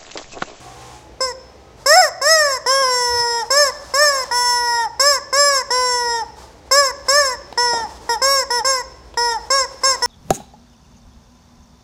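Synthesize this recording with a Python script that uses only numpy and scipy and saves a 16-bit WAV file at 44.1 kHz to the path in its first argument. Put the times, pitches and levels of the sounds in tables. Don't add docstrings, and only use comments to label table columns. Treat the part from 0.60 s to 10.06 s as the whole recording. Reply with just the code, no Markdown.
import sys
import numpy as np
from scipy import signal
from scipy.fft import rfft, irfft
from scipy.io import wavfile
from scipy.ndimage import uniform_filter1d, map_coordinates

SR = 44100
rng = np.random.default_rng(int(sys.argv[2]) if len(sys.argv) > 2 else 0)


def store_wav(level_fs):
    pcm = np.round(np.clip(np.atleast_2d(level_fs), -1, 1) * 32767)
    wavfile.write(sys.argv[1], SR, pcm.T.astype(np.int16))


N = 417186
TIME = np.arange(N) / SR


def chicken():
    # (start [s], crest [s], end [s], crest pitch aimed at [Hz], end pitch before choking [Hz],
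    # hold [over 1 lingers at the crest], level offset [dB], fade over the stroke [dB],
    # shrillness offset [dB], low note boost [dB], top boost [dB])
    squeeze_rows = [ (0.605, 0.63, .722, 524.5, 476, .97, -1.5, 6, -2, 10, -5),
                    (1.259, 1.394, 1.492, 715, 507, .8, -0.5, 9.5, 0, 4.5, 4.5),
                    (1.614, 1.719, 1.978, 649.5, 495, .99, -1.5, 0.5, 0, 3.5, 2),
                    (2.903, 3.002, 3.102, 592, 504.4, .87, 1, 3, -0.5, 4.5, 2.5),
                    (3.337, 3.432, 3.64, 602.4, 506, .7, -0.5, 5.5, 0, 3, 2.5),
                    (4.395, 4.484, 4.585, 582.6, 496, .93, 1, 3.5, 1, 0.5, 2),
                    (4.727, 4.8, 5.02, 575.9, 496, 1.98, 1.5, 2.5, 0.5, 1, -0.5),
                    (6.111, 6.191, 6.312, 575.8, 492, .83, 2, 6.5, 0, 2, 1),
                    (6.483, 6.586, 6.752, 593, 480.4, .62, 0.5, 6.5, -1, 2, 0),
                    (7.617, 7.695, 7.836, 552.3, 490, 2.06, 2, 3.5, -0.5, 3.5, -0.5),
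                    (8.046, 8.095, 8.218, 541.3, 485.4, .81, 0.5, 3, -.5, 2.5, -1),
                    (8.902, 8.955, 9.052, 552, 491, 1.05, 1.5, 4, 1, 3, -6),
                    (9.234, 9.274, 9.358, 541, 489, 1.04, 1, 4.5, 1.5, 1, -4), ]
    # (start [s], crest [s], end [s], crest pitch aimed at [Hz], end pitch before choking [Hz], hold [-],
    # level offset [dB], fade [dB], shrillness offset [dB], low note boost [dB], top boost [dB])
    refill_rows = [ (2.061, 2.222, 2.83, 543.8, 466.9, 0.31, -1.5, 3.5, 0.32, 5, 5),
                   (3.711, 3.802, 4.263, 490.1, 458.8, 1.82, -0.5, 1, -1.9, -6.5, 7.5),
                   (5.104, 5.195, 5.625, 504.5, 456, 1.17, -2.5, 3, 0.9, 3.5, 2),
                   (6.975, 7.044, 7.253, 486.8, 447, 0.9, -1.5, 7, -0.19, 0.5, -2),
                   (7.491, 7.497, 7.56, 471.6, 472, 1.25, 0.5, 4.5, -1.75, 2.5, 11),
                   (7.903, 7.958, 8.008, 486.4, 479, 1.42, -1, 1, -0.06, 2, 8),
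                   (8.572, 8.655, 8.772, 477.3, 451, 0.96, -0.5, 4.5, -0.5, 1.5, 4),
                   (9.421, 9.444, 9.56, 486.7, 470, 1.2, 1.5, -2.5, -1.3, 0, 4), ]
    # (pitch [Hz], relative level [dB], relative shrillness [dB])
    drive_out = [(474, -26, -5), (528.6, -19, 0.5), (565, -16, -3), (592.5, -13.5, -2), (600, -11.5, -2.5),
                 (680, -9.5, -5.5), (760, -6.5, -9.5)]
    # (pitch [Hz], relative level [dB], relative shrillness [dB])
    drive_in = [(405, -22, -17.5), (459.7, -19, -7), (483.5, -20, 0), (530, -15, -4.5)]
    # (frequency [Hz], relative level [dB])
    reed_out = [(250, -24.5), (480, -6), (720, -2.5), (1000, 1), (1300, -7.5), (2000, -10), (2500, -23),
                (3300, -38), (4700, -21.5), (6000, -18), (8100, -35.5), (10500, -38), (13300, -44),
                (16000, -57)]
    # (frequency [Hz], relative level [dB])
    reed_in = [(250, -27), (470, -5.5), (560, -7.5), (950, 2.5), (1400, -7), (2100, -17), (2700, -33.5),
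               (4300, -34), (6000, -18.5), (7000, -39), (9000, -38.5), (11000, -44), (13300, -41.5),
               (16000, -60)]
    # (centre [Hz], width [Hz], lift blowing out [dB], lift drawing in [dB])
    neck = [(841, 108, 28, 19), (1858, 284, 10.5, 13.5), (3165, 270, 2, 12), (3825, 250, 9.5, 4),
            (4010, 86, 1, 10), (5180, 320, 18.5, 18), (5513, 393, 14.5, 13), (6443, 260, 16, 11.5),
            (7469, 420, 26, 24), (7833, 184, 19.5, 9.5), (8390, 220, 15.5, 10), (9440, 347, 18, 14),
            (9768, 228, 21.5, 16), (10470, 640, 11, 12.5), (11620, 450, 15.5, 4), (12750, 380, 11, 0),
            (14370, 560, 25.5, 3), (15400, 510, 17, 4)]
    # (centre [Hz], width [Hz], change blowing out [dB], change drawing in [dB])
    dips = [(3930, 190, 0, -5), (6590, 190, 2, -10.5), (8700, 300, 5.5, -3), (12060, 600, 1, -12),
            (13160, 420, -9, -15), (13500, 300, 0, -9), (14760, 480, -17, -16)]

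    squeezes = [stroke(row, drive_out, start_hz=516.3, rise=.844, round_s=.044,
                       choke=.026, choke_s=.012, kick_db=9, kick_s=0.001) for row in squeeze_rows]
    refills = [stroke(row, drive_in, start_hz=467, rise=4.1, round_s=.011,
                      choke=0.1, choke_s=.014, kick_db=2.5, kick_s=0.0032) for row in refill_rows]
    shape = neck + dips
    peaks_out = [(hz, width, lift) for hz, width, lift, _ in shape]
    peaks_in = [(hz, width, lift) for hz, width, _, lift in shape]
    out = reed(squeezes, reed_out, peaks_out, jitter=0.00133, rough=0.0037, chatter=0.02, air_db=-37,
               stall_s=0.0073, droop=0.056, whistle_db=-28, level_db=-0.21, shrill_db=-0.7)
    back = reed(refills, reed_in, peaks_in, jitter=0.00107, rough=.0008, chatter=0.0087, air_db=-51,
                stall_s=0.026, droop=0.1, whistle_db=-18, level_db=1.79, shrill_db=-0.5)
    return out + back


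def stroke(row, drive, start_hz, rise, round_s, choke, choke_s, kick_db, kick_s):
    start, crest, end, crest_hz, end_hz, hold, db, fade_db, shrill, low_db, top_db = row
    t = np.linspace(start, end, num=400)

    def away(s):
        return np.hypot(s - crest, round_s) - round_s + 1e-12

    climb = (crest_hz - min(start_hz, crest_hz)) * (away(t) / away(start)) ** rise
    ease = (crest_hz - end_hz) * (away(t) / away(end)) ** hold
    hz = crest_hz - np.where(t < crest, climb, ease)
    hz = hz * (1 - choke * np.exp((t - end) / choke_s))
    pull = np.interp(hz, [674, 700], [0, 1])
    hz = hz + (745 - hz) * pull
    pitches, levels, shrills = np.transpose(drive)
    kick = kick_db * np.exp((start - t) / kick_s)
    fade = fade_db * ((t - start) / (end - start) - .5)
    db = db + np.interp(hz, pitches, levels) + kick - fade
    shrill = shrill + np.interp(hz, pitches, shrills) - kick - 0.22 * fade
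    return np.column_stack(np.broadcast_arrays(t, hz, db, shrill, low_db, top_db))


def reed(strokes, spectrum, peaks, jitter, rough, chatter, air_db, stall_s, droop, whistle_db,
         level_db, shrill_db, flutter_db=1.33):
    s, *columns = np.vstack(strokes).T
    hz, db, shrill, low_db, top_db = (np.interp(TIME, s, column) for column in columns)
    glide = np.gradient(hz, TIME)
    spans = [(rows[0][0], rows[-1][0]) for rows in strokes]

    sag = sum(gate(end, end + stall_s, stall_s, 0.00185) for _, end in spans)
    hz = uniform_filter1d(hz * (1 - droop * sag), int(0.006 * SR)) * (1 + jitter * walk(60))
    phase = 2 * np.pi * np.cumsum(hz) / SR

    honk = below(colour(pulse_train(phase, count=7), spectrum, peaks), 3000)
    honk = honk + (undb(low_db) - 1) * below(honk, 700)

    scatter = sum(chatter * gate(start, start, 0.0011, 0.042) for start, _ in spans)
    rattle_rising, rattle_falling = 1.6e-5, 7e-6
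    rattle = np.maximum(rattle_rising * glide, -rattle_falling * glide)
    scatter = scatter + np.minimum(rattle, .04)
    slaps = pulse_train(phase + (rough + scatter) * walk(700), count=35)

    air = undb(air_db) * rng.standard_normal(N) * (1 + np.cos(phase))
    rasp = colour(slaps + air, spectrum, peaks)
    rasp = rasp - below(rasp, 3000)
    rasp = rasp + (undb(top_db) - 1) * (rasp - below(rasp, 10500))

    mode_hz, mode_width_hz = 3684, 128
    nearness = .5 ** ((2 * (8 * hz - mode_hz) / mode_width_hz) ** 2)
    whistle = undb(whistle_db) * np.sin(8 * phase) * nearness

    swinging = sum(gate(start, end, 0.0021, stall_s) for start, end in spans)
    slapping = sum(gate(start, end, 0.0044, 0.0014) for start, end in spans)
    swing = (steady(honk, 0.023, share=0.85) + whistle) * swinging
    edge = undb(shrill + shrill_db + .5 * walk(120) + flutter_db * walk(16))
    slap = steady(rasp, 0.06, share=0.23) * slapping * edge
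    return (swing + slap) * undb(db + level_db)


def pulse_train(phase, count):
    return unit(np.sin((count + .5) * phase) / (2 * np.sin(phase / 2) + 1e-12) - .5)


def hisses():
    # (start [s], end [s], level before wavering [dB])
    brushes = [(1.153, 1.26, -57), (2.49, 2.85, -45), (2.899, 3.681, -42.5), (5.75, 5.815, -45),
               (6.443, 6.523, -45), (7.16, 7.474, -46), (8.751, 9.158, -51), (9.205, 9.36, -41)]
    # (frequency [Hz], relative level [dB])
    hiss_spectrum = [(300, -3), (900, 9.5), (2200, -7.5), (3000, -9.5), (5300, -2.5), (7300, -6.5),
                     (10000, -14.5), (16000, -27)]
    rise_s, fall_s = 0.029, 0.16
    size = sum(undb(db) * gate(start, end, rise_s, fall_s) for start, end, db in brushes)
    size = size + undb(-56) * gate(1.15, TIME[-1], rise_s, fall_s)
    return unit(colour(rng.standard_normal(N), hiss_spectrum)) * size * undb(2.0 * walk(34))


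def knocks():
    # (time [s], thud level [dB], tick level [dB], time to fade by 60 dB [s])
    knock_rows = [(2.045, -38, -48, .02), (2.216, -30, -43, 0.041), (6.926, -19.5, -30, 0.014),
                  (7.133, -17.5, -48, 0.056), (7.147, -34, -54, .08), (7.172, -29, -49, 0.098),
                  (7.2, -32, -54, 0.086), (7.239, -29, -56.5, .05), (7.37, -44, -40, 0.018),
                  (8.541, -33, -40, 0.029)]
    # (frequency [Hz], relative level [dB])
    thud = [(100, -12), (350, -4.5), (800, 1.5), (1300, -14), (2200, -26), (5000, -40), (14000, -60)]
    # (frequency [Hz], relative level [dB])
    tick = [(500, -29), (1500, -3), (3200, 4), (5000, -2), (9000, -16), (15000, -24)]
    fades = []
    for s, _, _, t60 in knock_rows:
        decay = np.exp(-np.log(1000) * np.clip((TIME - s) / t60, 0, 2))
        fades.append(decay * (TIME >= s))
    noise = rng.standard_normal(N)
    out = 0
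    for levels, spectrum in zip(np.transpose(knock_rows)[1:3], (thud, tick)):
        blows = sum(undb(db) * fade for db, fade in zip(levels, fades))
        out = out + colour(noise * blows, spectrum) / np.std(colour(noise, spectrum))
    return out


def near_echo(x, lag_s=.0031, sway_s=0.000136, echo_db=-17):
    return swaying_copy(x, lag_s, sway_s, 2.5, echo_db)


def wall_echo(x, lag_s=.0083, sway_s=0.000235, echo_db=-19):
    return swaying_copy(x, lag_s, sway_s, 3, echo_db)


def top_flicker(x):
    top = x - below(x, 9000)
    return swaying_copy(top, .0013, .00008, 2.5, -4)


def swaying_copy(x, lag_s, sway_s, sway_rate, copy_db):
    return undb(copy_db) * map_coordinates(x, [(TIME - lag_s - sway_s * walk(sway_rate)) * SR], order=3)


def room(x, gap_s=0.0006, build_s=0.0047):
    # (frequency [Hz], level [dB], time to fade by 60 dB [s])
    room_bands = [(255, -8, 0.8), (606, -13, 0.84), (970, -13.5, 0.79), (2140, -16.5, 0.66),
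                  (3370, -7, 0.069), (5260, -14.5, 0.71), (8850, -16, 0.2), (15000, -33.5, .25)]
    t = TIME[:SR]
    noise = rfft(rng.standard_normal(SR))
    log_hz = np.log(np.arange(len(noise)) + 1)
    centres = np.log([row[0] for row in room_bands])
    tail = 0
    for share, (_, db, t60) in zip(np.eye(len(room_bands)), room_bands):
        band = irfft(noise * np.interp(log_hz, centres, share))
        decay = np.clip((t - gap_s) / build_s, 0, 1) * np.exp(-np.log(1000) * t / t60)
        tail = tail + undb(db) * band * decay / np.linalg.norm(decay)
    return signal.fftconvolve(x, tail)[:N]


def bumps():
    # (time [s], pitch [Hz], peak level [dB], length from the middle to 1/e [s])
    bump_rows = [(2.52, 68, -34.5, 0.02), (2.556, 92, -35.5, 0.037), (2.605, 120, -37, 0.016)]
    out = 0
    for s, hz, db, length in bump_rows:
        swell = np.exp(-((TIME - s) / length) ** 2)
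        out = out + undb(db) * swell * np.sin(2 * np.pi * hz * TIME)
    return out


def rustle():
    # (frequency [Hz], relative level [dB])
    cloth = [(530, -38), (900, -7), (1080, -7.5), (1410, -12), (2170, -13.5), (4520, -16.5), (5220, -15),
             (6720, -14), (16000, -40)]
    rubbing = unit(colour(rng.standard_normal(N), cloth))
    return rubbing * undb(-44 + 0.97 * walk(14.4)) * gate(0, .35, 0.0024, 0.16)


def background():
    # (frequency [Hz], relative level [dB])
    traffic = [(22, -35), (38, -9), (52, 10.5), (80, 3.5), (160, -2.5), (250, -2), (420, 2), (800, -4),
               (1300, -13), (2000, -14), (3000, -18.5), (6000, -19.5), (10000, -35.5), (16000, -42)]
    # (pitch [Hz], relative level at the start [dB], relative level at the end [dB])
    appliances = [(51.6, -63, -51), (66, -53.5, -51.5), (122.4, -50.5, -65)]
    # (start [s], end [s], pitch before wavering [Hz], level before wavering [dB])
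    whine_rows = [(0, 0.53, 324, -56.5), (0, .42, 726, -51), (0, .16, 1130, -49), (0, .35, 782, -48),
                  (0.12, 0.302, 488, -48), (0.15, 0.524, 852, -49.5), (0, .39, 1057, -51),
                  (0.848, 1.077, 788, -54), (0.875, 1.15, 1265, -59)]
    # (time [s], level change [dB])
    slow_level = [(0, 1), (1.25, -0.5), (1.45, -4.5), (3.6, -3), (7.3, 1.5), (8.3, -1.5), (9.46, 0.5)]

    rumble = unit(colour(rng.standard_normal(N), traffic)) * undb(-45 + .5 * walk(8.5))
    hum = 0
    for hz, first_db, last_db in appliances:
        loudness = undb(np.linspace(first_db, last_db, N) + 2.7 * walk(5.4))
        hum = hum + loudness * unit(np.sin(2 * np.pi * hz * TIME + .5 * walk(16.0)))
    whines = 0
    for start, end, hz, db in whine_rows:
        tone = unit(np.sin(2 * np.pi * np.cumsum(hz * (1 + 0.0065 * walk(14))) / SR))
        whines = whines + tone * undb(db + 3.3 * walk(20.6)) * gate(start, end - .05, 0.048, 0.09)
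    return (rumble + hum) * undb(np.interp(TIME, *np.transpose(slow_level))) + whines


def undb(db):
    return 10 ** (np.asarray(db) / 20)


def unit(x):
    return x / np.sqrt(np.mean(x ** 2))


def spectrum_at(hz, points):
    f, db = np.transpose(points)
    return np.interp(np.log(hz + 1), np.log(f), db)


def colour(x, points, peaks=(), size=4096):
    hz = np.arange(size // 2 + 1) * SR / size
    db = spectrum_at(hz, points)
    for centre, width, lift in peaks:
        db = db + lift * .5 ** ((2 * (hz - centre) / width) ** 2)
    cepstrum = irfft(np.log(undb(db)))
    cepstrum[1:size // 2] *= 2
    cepstrum[size // 2 + 1:] = 0
    response = irfft(np.exp(rfft(cepstrum)))
    return signal.fftconvolve(x, response)[:len(x)]


def below(x, hz):
    return signal.sosfiltfilt(signal.butter(6, hz, fs=SR, output="sos"), x)


def walk(rate):
    k = max(int(SR / rate), 1)
    steps = np.repeat(rng.standard_normal(N // k + 1), k)
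    return unit(uniform_filter1d(steps, k)[:N])


def gate(start, end, rise, fall):
    end = max(end, start + rise)
    return np.interp(TIME, [start, start + rise, end, end + fall], [0, 1, 1, 0])


def steady(x, seconds, share):
    x = unit(x)
    power = np.abs(uniform_filter1d(x ** 2, int(seconds * SR))) + 1e-12
    return x / power ** (share / 2)


def scene():
    squawks = chicken()
    toy = squawks + hisses() + knocks()
    echoes = near_echo(toy) + wall_echo(toy) + room(toy)
    mono = toy + echoes + top_flicker(squawks) + rustle() + bumps() + background()
    return np.array([mono, mono])


def record(dry):
    top_cut = signal.ellip(8, .1, 60, 16000, fs=SR, output="sos")
    return signal.sosfiltfilt(top_cut, np.clip(dry, -1, 1))


dry = scene()
out = record(dry)
store_wav(out)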